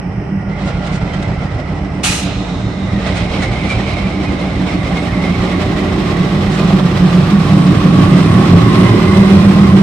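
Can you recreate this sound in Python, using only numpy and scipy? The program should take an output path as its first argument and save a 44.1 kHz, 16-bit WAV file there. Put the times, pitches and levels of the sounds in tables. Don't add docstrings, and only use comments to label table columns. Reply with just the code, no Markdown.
import sys
import numpy as np
from scipy import signal
from scipy.fft import rfft, irfft
from scipy.io import wavfile
from scipy.ndimage import uniform_filter1d, map_coordinates

SR = 44100
rng = np.random.default_rng(int(sys.argv[2]) if len(sys.argv) > 2 else 0)


def master(y):
    cut = np.clip(np.atleast_2d(y).T, -1, 1)
    pcm = np.round(cut * 32767)
    wavfile.write(sys.argv[1], SR, pcm.astype(np.int16))


N = 433062

# time in seconds, engine cycles per second.
SPEED = [(0.0, 3.423), (0.8, 3.595), (1.5, 3.813), (2.6, 3.496), (4.0, 3.773), (4.8, 3.595), (5.8, 3.716),
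         (7.5, 3.74), (9.82, 3.543)]
# time in seconds, effort in dB.
EFFORT = [(0, -10.5), (.45, -15.5), (.56, -1), (.64, 3.5), (1.25, 1), (1.9, -2.5), (2.75, -5), (3.05, 7),
          (3.7, 6.5), (4.3, 3), (6, 2.16), (7.3, 0.8), (8.9, 0.4), (9.82, -1)]
# opening in seconds, level in dB, rise in seconds, fall of the jet in dB per second.
VALVE = (2.031, -14.3, .012, 57)


def from_db(db):
    return 10 ** (np.asarray(db) / 20)


def rms_one(x):
    return x / np.sqrt(np.mean(x ** 2) + 1e-20)


def clock():
    return np.arange(N) / SR


def in_time(rows):
    s, *columns = np.transpose(rows)
    return [np.interp(clock(), s, c) for c in columns]


def over_bins(points, outside=None):
    hz, value = np.transpose(points)
    log_bins = np.log(np.fft.rfftfreq(N, 1 / SR) + 1e-3)
    return np.interp(log_bins, np.log(hz), value, outside, outside)


def drift(rate):
    knots = rng.standard_normal(4000)
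    return rms_one(np.interp(clock() * rate, np.arange(len(knots)), knots))


def steady(x, span_s):
    window = max(int(span_s * SR), 2)
    return x / np.sqrt(np.abs(uniform_filter1d(x ** 2, window)) + 1e-12)


def swell(s, length):
    return np.exp(-np.minimum(((clock() - s) / length) ** 2, 20))


def resonate(x, modes):
    f = np.fft.rfftfreq(N, 1 / SR) + 1e-3
    response = 0
    for k, (hz, width, db) in enumerate(modes):
        once = 1 / (1 + 1j * (f * f - hz * hz) / (f * width * np.pi / 2))
        sign = (-1) ** k
        response = response + sign * from_db(db) * once * once
    return irfft(rfft(x) * response, N)


def gliding(x, hz, width_hz):
    turn = np.exp(2j * np.pi * np.cumsum(hz) / SR)
    r = np.exp(-np.pi * width_hz / SR)
    low = signal.lfilter([1], [1, -2 * r, r * r], x / turn)
    return rms_one((low * turn).real)


def spread(mid, side):
    # frequency in Hz, left-right likeness (held within -1 to 1).
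    likeness = [(100, 7), (200, 2), (270, 0.8), (500, 0.84), (1000, 0.5), (2000, 0.22), (4000, 0.26),
                (10000, 0)]
    # frequency in Hz, left minus right in dB.
    balance_db = [(100, -2.5), (500, -2.5), (1100, -3), (2000, -5), (3100, -8.5), (4100, -4.5), (5000, 1.5),
                  (6500, 3), (8300, 6), (10500, 0.5), (13000, 1)]
    alike = np.clip(over_bins(likeness), -1, 1)
    sides = np.array([[1], [-1]])
    pair = np.sqrt(1 + alike) * mid + sides * np.sqrt(1 - alike) * side
    pair = irfft(pair * from_db(sides * over_bins(balance_db) / 2), N)
    return pair / np.std(pair.mean(axis=0))


def noise(colour):
    white = rfft(rng.standard_normal((2, N)))
    return spread(*white * from_db(over_bins(colour, -np.inf)))


def stack(pulses, puff, turbulence=0.62, bark_turbulence=1.36):
    # frequency in Hz, width in Hz, relative level in dB.
    rumble_modes = [(50, 14.3, 6.5), (61.5, 24.4, 8)]
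    chest_modes = [(91.4, 5.8, -4), (112.4, 9.8, 0.5)]
    growl_modes = [(136, 9.3, 1), (154.9, 19.5, 1.5)]
    boom_skirt = [(177.4, 22.7, -0.022), (200.7, 22, -0.22)]
    bark_modes = [(240.2, 11.3, -4.5), (290.2, 25.2, -1)]
    honk_modes = [(334.4, 20.4, -7.5), (367, 34, 0)]
    # dB when abreast at zero effort, share of the distance law, share of the effort.
    rumble_level = (-25.5, -0.12, 0.36)
    # seconds, pitch in Hz, level in dB.
    chest_curve = [(0, 112.5, -27.5), (1, 111.7, -25), (2.3, 109.4, -25.5), (3.7, 112.4, -21),
                   (5.0, 110, -25.5), (6, 109.4, -23.5), (7.3, 114, -21), (7.9, 113.3, -19),
                   (8.35, 115.3, -14), (9, 109.6, -12), (9.82, 102, -17.5)]
    # time in seconds, level in dB.
    growl_level = [(0, -29), (.6, -24.5), (1.25, -23), (1.6, -24), (2.3, -28.5), (4, -25.5), (5.5, -27),
                   (6.4, -18.5), (7.1, -14.5), (7.8, -13), (8.3, -12), (9.1, -19), (9.82, -12.5)]
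    boom_level = [(0, -31), (.9, -26), (1.7, -35.5), (3, -24), (3.9, -26), (4.7, -22.5), (5.8, -19),
                  (6.55, -17.5), (6.66, -10), (6.85, -17.5), (7.6, -16.5), (8.7, -12.5), (9.3, -11.5),
                  (9.82, -10.5)]
    bark_level = [(0, -34.5), (1.2, -30.5), (2.1, -26.5), (2.8, -28.5), (3.6, -26), (4.3, -22.5),
                  (5.7, -22.5), (6.5, -23.5), (7.4, -23), (7.65, -15.5), (8.2, -17.5), (8.8, -15),
                  (9.2, -22), (9.6, -17), (9.82, -24)]
    honk_level = [(0, -37), (1.2, -35), (2.6, -34), (3.5, -29.5), (5, -28.5), (6, -22.5), (7, -23),
                  (7.6, -25), (8.3, -20), (9, -16.5), (9.82, -21)]
    # place in crank turns, height in dB, half width in turns.
    rumble_surges = [(.56, 5.5, 0.26), (1.3, 10, 0.18), (1.93, 10, 0.11)]
    bark_surges = [(.18, 2.5, .13), (.56, 5, .15), (1.2, 2, .13), (1.55, 4.5, .16)]
    chest_surges = [(.68, -2, 0.19, 0.856), (.95, 2.5, 0.088, 0.878), (1.25, 0.5, 0.15, 1.011)]

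    eddies = np.sqrt(puff) * rng.standard_normal(N)
    drive = rms_one(pulses) + turbulence * eddies
    rough_drive = rms_one(pulses) + bark_turbulence * eddies

    rumble = steady(resonate(drive, rumble_modes), 0.046) * throb(rumble_surges, uneven_db=0.5)
    rumble = loudness(rumble_level) * rumble

    chest_hz, chest_db = in_time(chest_curve)
    chest_rough = steady(resonate(drive, chest_modes), 0.061) * throb(chest_surges, uneven_db=3.0)
    chest = beats(chest_surges, chest_hz, uneven_db=2.5, breadth=2.0) + from_db(-4.5) * chest_rough
    chest = from_db(chest_db) * rms_one(chest)

    boom_rough = steady(resonate(drive, boom_skirt), 0.034)
    boom = from_db(0.5) * chugs() + from_db(in_time(boom_level)[0]) * boom_rough

    growl = steady(resonate(drive, growl_modes), 0.045) + from_db(-4) * overtone(pitch_ratio=0.815)
    growl = from_db(in_time(growl_level)[0]) * rms_one(growl)
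    bark = steady(resonate(rough_drive, bark_modes), 0.036) + from_db(-7.5) * overtone(pitch_ratio=1.54)
    bark = from_db(in_time(bark_level)[0]) * rms_one(bark)
    honk = from_db(in_time(honk_level)[0]) * steady(resonate(rough_drive, honk_modes), 0.056)

    low = rumble + growl + chest + boom
    high = (bark + honk) * throb(bark_surges, uneven_db=1.2)
    direct = (low + high) * signal.windows.tukey(N, 200 / N)
    scattered = delayed(direct, 0.0335)
    return np.std(direct) * spread(rfft(direct), rfft(scattered))


def firings(jitter_s, uneven_db):
    # strength of the firing in dB, delay through its runner in seconds.
    cylinders = [(3.5, 0.00098), (1, 0.00566), (1.5, 0.01071), (1, 0.0026), (4.5, 0.01306), (-3.5, 0.0039),
                 (-2.5, 0.0091), (2.5, 0.01538), (-0.5, 0.00295), (-6.5, 0.0125), (4.5, .005),
                 (1.5, 0.00773), (-6, 0.01413), (-2.5, .003), (3, 0.00998), (1, 0.01096)]
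    firing_count = np.cumsum(in_time(SPEED)[0]) * len(cylinders) / SR
    at = np.flatnonzero(np.diff(np.floor(firing_count)))
    strength_db, runner_s = np.resize(cylinders, (len(at), 2)).T
    chance = rng.standard_normal((len(at), 2))
    when = at + (runner_s + chance[:, 0] * jitter_s) * SR
    when = np.clip(when, 0, N - 1).astype(int)
    pulses = np.zeros(N)
    pulses[when] = from_db(strength_db + uneven_db * chance[:, 1])
    return pulses


def puffs(pulses, decay_s):
    return rms_one(signal.lfilter([1], [1, -np.exp(-1 / (decay_s * SR))], pulses + 1e-18))


def chugs(pitch_ratio=1, far_length_s=0.041, near_length_s=0.057):
    # centre in seconds, level in dB, pitch in Hz.
    chug_rows = [(0.055, -22, 182), (0.194, -22.5, 192.6), (0.348, -16, 194), (0.487, -19, 193.6),
                 (0.64, -19.5, 192), (0.804, -19.5, 179.6), (0.939, -20.5, 184.5), (1.038, -22, 185.5),
                 (1.187, -18.5, 191.4), (1.317, -22, 195), (1.441, -23, 190), (1.713, -23, 190),
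                 (1.843, -21, 193), (1.978, -21, 186.4), (2.104, -22, 184), (2.246, -19.5, 186.5),
                 (2.396, -20.0, 189.3), (2.532, -21, 177), (2.666, -19.0, 184.5), (2.821, -17, 193),
                 (2.959, -16.5, 196), (3.102, -17.5, 184), (3.235, -23, 179), (3.376, -18, 191.6),
                 (3.505, -21.5, 183.3), (3.658, -20, 193.5), (3.825, -18.5, 196), (4.055, -16.5, 192.7),
                 (4.18, -21, 192.4), (4.313, -23, 190), (4.447, -22.5, 187), (4.628, -18.5, 182),
                 (4.764, -15.0, 182), (4.921, -17, 180.6), (5.198, -17, 183), (5.316, -14, 178.2),
                 (5.416, -18, 183), (5.556, -22, 176), (5.677, -24, 195.6), (5.819, -20, 193),
                 (5.97, -18, 205.5), (6.22, -15, 182.4), (6.373, -12.5, 193), (6.497, -16, 196),
                 (6.754, -8.5, 190.3), (6.876, -10, 177.6), (7.039, -6, 182.7), (7.189, -8.5, 182),
                 (7.35, -8, 197), (7.561, -7.5, 193.2), (7.699, -10.5, 183), (7.874, -9.5, 186.3),
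                 (7.984, -9.5, 185), (8.153, -7.5, 183), (8.374, -13.5, 189), (8.567, -4, 172.7),
                 (8.831, -10, 181.5), (9.204, -6.5, 196.7), (9.341, -6, 198), (9.48, -6.5, 198.5),
                 (9.613, -7, 196.8), (9.769, -6, 194.8)]
    t, out = clock(), np.zeros(N)
    lengths = far_length_s + (near_length_s - far_length_s) * from_db(nearness_db())
    phases = rng.uniform(0, 2 * np.pi, len(chug_rows))
    for (s, db, hz), phase in zip(chug_rows, phases):
        near = np.abs(t - s) < .2
        age = t[near] - s
        envelope = np.exp(-(age / lengths[near]) ** 2)
        note = np.sqrt(2) * np.cos(2 * np.pi * hz * pitch_ratio * age + phase)
        out[near] += from_db(db) * envelope * note
    return out


def overtone(pitch_ratio):
    return steady(chugs(pitch_ratio), 0.55)


def beats(surges, hz, uneven_db, breadth):
    detune, late_s = .009, .0004
    turns, turns_per_s, out = crank_turns(), 2 * in_time(SPEED)[0], 0
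    for place, db, width, ratio in surges:
        cycle, offset = np.divmod(turns - place + 3, 2)
        strength, pitch, timing = rng.standard_normal((64, 3))[cycle.astype(int)].T
        age = (offset - 1) / turns_per_s + late_s * timing
        note = np.cos(2 * np.pi * hz * ratio * (1 + detune * pitch) * age)
        envelope = np.exp(-((offset - 1) / (width * breadth)) ** 2)
        out = out + from_db(db + uneven_db * strength) * envelope * note
    return rms_one(out)


def throb(surges, uneven_db):
    cycle = np.linspace(0, 2, 200)
    shape_db = 0
    for place, db, width, *_ in surges:
        offset = (cycle - place + 1) % 2 - 1
        shape_db = shape_db + db * np.exp(-(offset / width) ** 2)
    surge_db = np.interp(crank_turns() % 2, cycle, shape_db)
    return rms_one(from_db(surge_db + uneven_db * drift(26)))


def crank_turns():
    return 2 * np.cumsum(in_time(SPEED)[0]) / SR


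def spits(puff, rasp=0.48):
    # centre in seconds, level in dB, length in seconds.
    spit_rows = [(0.679, -32.5, 0.045), (0.869, -33.5, 0.032), (0.95, -31, 0.059), (1.139, -34, 0.015),
                 (1.229, -32, 0.02), (3.074, -33, 0.018), (3.175, -27, 0.04), (3.435, -27, 0.055),
                 (3.71, -28.5, 0.064), (6.55, -28.5, 0.083)]
    # frequency in Hz, level in dB per Hz.
    spit_colour = [(500, -41), (1300, 12), (2400, 5.5), (4000, 2.5), (6000, -3), (9000, -7), (12000, -29)]
    burst = sum(from_db(db) * swell(s, length / 2) for s, db, length in spit_rows)
    return burst * (1 - rasp + rasp * puff) * noise(spit_colour)


def machinery(puff, gas_rasp=0.06, clatter_rasp=0.3, gas_throb=0.56, flicker_db=1.92):
    # frequency in Hz, level in dB per Hz.
    gas_colour = [(330, -51), (450, -1), (520, -5), (600, 1), (680, -4), (800, -2), (930, -11), (1300, -12),
                  (1700, -16.5)]
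    fan_colour = [(800, -31), (975, -0.5), (1092, 0.5), (1190, 1.5), (1400, -4.5), (1700, -9.5), (2100, -8),
                  (2800, -59)]
    clatter_colour = [(1200, -22), (1700, 1.5), (2500, 6.5), (2800, 3.5), (3200, 4), (3750, 1), (4000, 2),
                      (4200, 2), (4450, -1.5), (4700, -12), (6000, -27)]
    hiss_colour = [(3800, -21), (4700, 5.5), (5200, 6), (5800, 1), (7200, -4), (8300, -4.5), (9000, -10),
                   (9700, -13.5), (10500, -14.5), (12400, -14), (15500, -19.5)]
    # dB when abreast at zero effort, share of distance law, share of effort.
    gas_level = (-24.5, 0.45, 0.41)
    fan_level = (-26, 1.28, 0.29)
    clatter_level = (-29, 1, 1)
    hiss_level = (-38, 1, 0.86)
    # place in crank turns, height in dB, half width in turns.
    rush_surges = [(.1, 1.1, 0.2), (.93, 2.9, 0.081)]

    depth = 1 - .58 * from_db(nearness_db())
    flow = throb(rush_surges, uneven_db=1.13) ** depth
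    flicker = from_db(flicker_db * depth * drift(40))
    gas = loudness(gas_level) * noise(gas_colour) + loudness(fan_level) * noise(fan_colour)
    gas = gas * rms_one(1 - gas_rasp + gas_rasp * puff) * flow ** gas_throb
    clatter = loudness(clatter_level) * noise(clatter_colour) + loudness(hiss_level) * noise(hiss_colour)
    clatter = clatter * rms_one(1 - clatter_rasp + clatter_rasp * puff) * flow
    return (gas + clatter) * flicker


def turbocharger(flutter_hz=58, surge_hz=50, flutter_follows=1.1):
    # time in seconds, pitch in Hz, level in dB.
    turbo_curve = [(0, 1940, -46), (.42, 1920, -43), (.56, 2026, -38.5), (1.1, 2050, -36.5),
                   (1.8, 1976, -40), (2.3, 2050, -43), (2.87, 2050, -38.5), (2.96, 2035, -33.5),
                   (3.65, 2187, -30.5), (4.4, 2123, -35.5), (5.4, 2053, -32), (6.2, 2000, -34.5),
                   (7.4, 1877, -39.5), (9.0, 2045, -31.5), (9.82, 1980, -38.5)]
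    # place in crank turns, height in dB, half width in turns.
    turbo_surges = [(.15, 3.5, 0.06), (.92, 2.9, 0.078)]
    pitch_hz, level_db = in_time(turbo_curve)
    flow = throb(turbo_surges, uneven_db=1.0)
    load = from_db(flutter_follows * in_time(EFFORT)[0])
    hz = pitch_hz + load * (flutter_hz * drift(55) + surge_hz * (flow - 1))
    breathy = gliding(rng.standard_normal((2, N)), hz, width_hz=320)
    whistle = steady(gliding(rng.standard_normal((2, N)), hz, width_hz=60), 0.024)
    return from_db(level_db) * flow * spread(*rfft(breathy + from_db(-4) * whistle))


def chirps(length_s=.018, sag_hz_per_s=1900, waver_hz=20, left_db=-1.0):
    # centre in seconds, level in dB, pitch at the centre in Hz.
    chirp_rows = [(.535, -35, 2060), (.572, -40, 2100), (.597, -44, 3250), (1.144, -37.5, 3130),
                  (2.959, -33, 1925), (3.07, -35, 2120), (3.44, -23.5, 2190), (3.485, -30.5, 2080),
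                  (3.57, -28, 2110), (3.65, -28, 2060), (3.715, -18.5, 2330), (3.88, -32, 2240),
                  (3.99, -29.5, 2160), (4.07, -31, 2380), (4.2, -37, 2300), (4.28, -32.5, 2450),
                  (4.42, -29.5, 2130), (4.98, -26, 2150), (5.07, -42, 2200), (5.26, -25, 2100),
                  (5.36, -38.5, 2140), (5.53, -30, 2170), (9.09, -27, 2045)]
    t, waver, out = clock(), waver_hz * drift(60), np.zeros(N)
    for s, db, hz in chirp_rows:
        near = np.abs(t - s) < 4 * length_s
        age = t[near] - s
        phase = 2 * np.pi * np.cumsum(hz - sag_hz_per_s * age + waver[near]) / SR
        out[near] += from_db(db) * np.exp(-(age / length_s) ** 2) * np.sqrt(2) * np.sin(phase)
    return out * from_db([[left_db], [-left_db]])


def sinking_band(wander_hz=18, waver_db=2.0):
    # time in seconds, pitch in Hz, level in dB.
    band_curve = [(0, 1470, -54.5), (.9, 1374, -41), (2.2, 1256, -47.5), (3.3, 1196, -43), (4.5, 1136, -44),
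                  (5, 1120, -36.5), (6.2, 1100, -35), (7, 1140, -33.5), (7.7, 1117, -30),
                  (8.8, 1086, -26.5), (9.82, 1050, -32)]
    pitch_hz, level_db = in_time(band_curve)
    hz = pitch_hz + wander_hz * drift(24)
    band = gliding(rng.standard_normal((2, N)), hz, width_hz=65)
    tone = spread(*rfft(steady(band, .02)))
    return from_db(level_db + waver_db * drift(6.6)) * tone


def high_bands(wander_hz=25, waver_db=2.5):
    # frequency in Hz, width in Hz, relative level in dB.
    bands = [(8120, 100, -1), (9620, 260, -4.5), (12470, 220, -16.5)]
    # time in seconds, level in dB.
    bands_level = [(0, -73.5), (2.5, -68), (4.6, -60), (5.1, -54), (6, -61.5), (7.5, -49.5), (8.3, -47.5),
                   (9, -46.5), (9.82, -49.5)]
    pair = 0
    for hz, width, db in bands:
        waver = from_db(db + waver_db * drift(6))
        pair = pair + waver * gliding(rng.standard_normal((2, N)), hz + wander_hz * drift(10), width)
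    return from_db(in_time(bands_level)[0]) * spread(*rfft(pair))


def air_valve():
    # frequency in Hz, level in dB per Hz.
    jet_colour = [(500, -25), (850, -3), (1000, -10), (1280, 0), (1600, -5), (2500, 1), (3400, -3),
                  (4200, -2), (5000, -3), (6200, -2), (8500, -4), (11000, -10), (12500, -25), (15000, -38)]
    tail_colour = [(700, -8), (1000, -12), (1300, -8), (2000, -13), (2900, -8), (3250, -8), (3700, -3),
                   (4000, -4), (4300, -7), (4600, -12), (6300, -13), (8000, -20), (9600, -29), (11000, -46)]
    # frequency in Hz, width in Hz, relative level in dB.
    pipe_modes = [(2489, 35, -4), (2850, 120, -10), (4115, 25, -4), (5355, 25, -10), (5741, 20, -7),
                  (6322, 25, -9), (6481, 25, -9), (7057, 20, -10), (8496, 30, -12), (9200, 60, -15)]
    s, db, rise, fall = VALVE
    tail_db, tail_fall, open_s = -17.5, 15, .21
    age = np.maximum(clock() - s, 0)
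    pipe = spread(*rfft(resonate(rng.standard_normal((2, N)), pipe_modes)))
    bright = station(noise(jet_colour)) + from_db(-7.5) * pipe
    dull = signal.sosfiltfilt(signal.butter(2, 4500, fs=SR, output="sos"), bright)
    opening = .85 / (1 + (age / open_s) ** 8)
    jet = (dull + (bright - dull) * opening) * from_db(-fall * age)
    tail = noise(tail_colour) * from_db(tail_db - tail_fall * age)
    return from_db(db) * np.minimum(age / rise, 1) * (jet * from_db(1.1 * drift(90)) + tail)


def seep():
    # frequency in Hz, width in Hz, relative level in dB.
    seep_modes = [(3720, 180, 3), (4194, 71, -3.5)]
    opened = np.clip((clock() - VALVE[0]) / VALVE[2], 0, 1)
    hiss = spread(*rfft(resonate(rng.standard_normal((2, N)), seep_modes)))
    return from_db(-45) * opened * hiss


def surroundings():
    # frequency in Hz, level in dB per Hz.
    wash_colour = [(370, 3), (430, -1), (510, -7.5), (630, 0), (830, 0), (1020, -8.5), (1400, -10),
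                   (1750, -14.5), (2300, -10.5), (3150, -19.5), (3500, -49), (4500, -36), (5200, -18.5),
                   (6200, -31), (6700, -55), (7800, -56), (8400, -32.5), (9600, -47)]
    return from_db(-34.5) * noise(wash_colour)


def nearness_db():
    roll_m_per_s, track_m, abreast_s = 5.66, 11, 9.08
    along_m = roll_m_per_s * (abreast_s - clock())
    return 20 * np.log10(track_m / np.hypot(track_m, along_m))


def loudness(level):
    db, distance_share, effort_share = level
    return from_db(db + distance_share * nearness_db() + effort_share * in_time(EFFORT)[0])


def delayed(x, delay_s):
    return map_coordinates(x, [np.arange(N) - delay_s * SR], order=3, mode="mirror")


def station(x):
    # delay in seconds, level in dB.
    echoes = [(.0057, -21), (.0134, -14.5), (.0231, -27.5), (.0378, -14), (.059, -25.5)]
    out = x
    for s, db in echoes:
        out = out + from_db(db) * np.pad(x, ((0, 0), (int(s * SR), 0)))[:, :N]
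    return out * np.std(x) / np.std(out)


def travel(x, echo_gain=0.12, abreast_echo_ms=1.95, echo_ms_per_db=-1.37, abreast_top_hz=17000, dulling=0.41):
    near_db = nearness_db()
    echo_ms = abreast_echo_ms + echo_ms_per_db * near_db
    top_hz = abreast_top_hz * from_db(dulling * near_db)
    echo = np.array([delayed(side, echo_ms / 1000) for side in x])
    x = (x + echo_gain * echo) / np.hypot(1, echo_gain)
    f, t, spectra = signal.stft(x, SR, nperseg=512)
    passed = 1 / np.sqrt(1 + (f[:, None] / np.interp(t, clock(), top_hz)) ** 20)
    return signal.istft(spectra * passed, SR)[1][:, :N]


def scene():
    # time in seconds, lead of the left ear in milliseconds.
    ear_lead = [(0, -0.048), (2.4, -0.017), (3.2, 0.033), (5, 0.023), (7, 0.034), (9.82, 0.11)]
    pulses = firings(jitter_s=0.0012, uneven_db=0.5)
    puff = puffs(pulses, decay_s=0.022)
    rush = machinery(puff) + high_bands() + sinking_band() + turbocharger() + chirps()
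    rush = station(rush) + spits(puff)
    left, right = stack(pulses, puff) + travel(rush) + air_valve() + seep() + surroundings()
    return np.array([left, delayed(right, in_time(ear_lead)[0] / 1000)])


def record(dry):
    ceiling, cutoff_hz = 1.25, 15700
    x = dry * from_db(0.08) / ceiling
    held = ceiling * x / (1 + x ** 8) ** (1 / 8)
    return signal.sosfilt(signal.ellip(10, .1, 80, cutoff_hz, fs=SR, output="sos"), held)


dry = scene()
out = record(dry)
master(out)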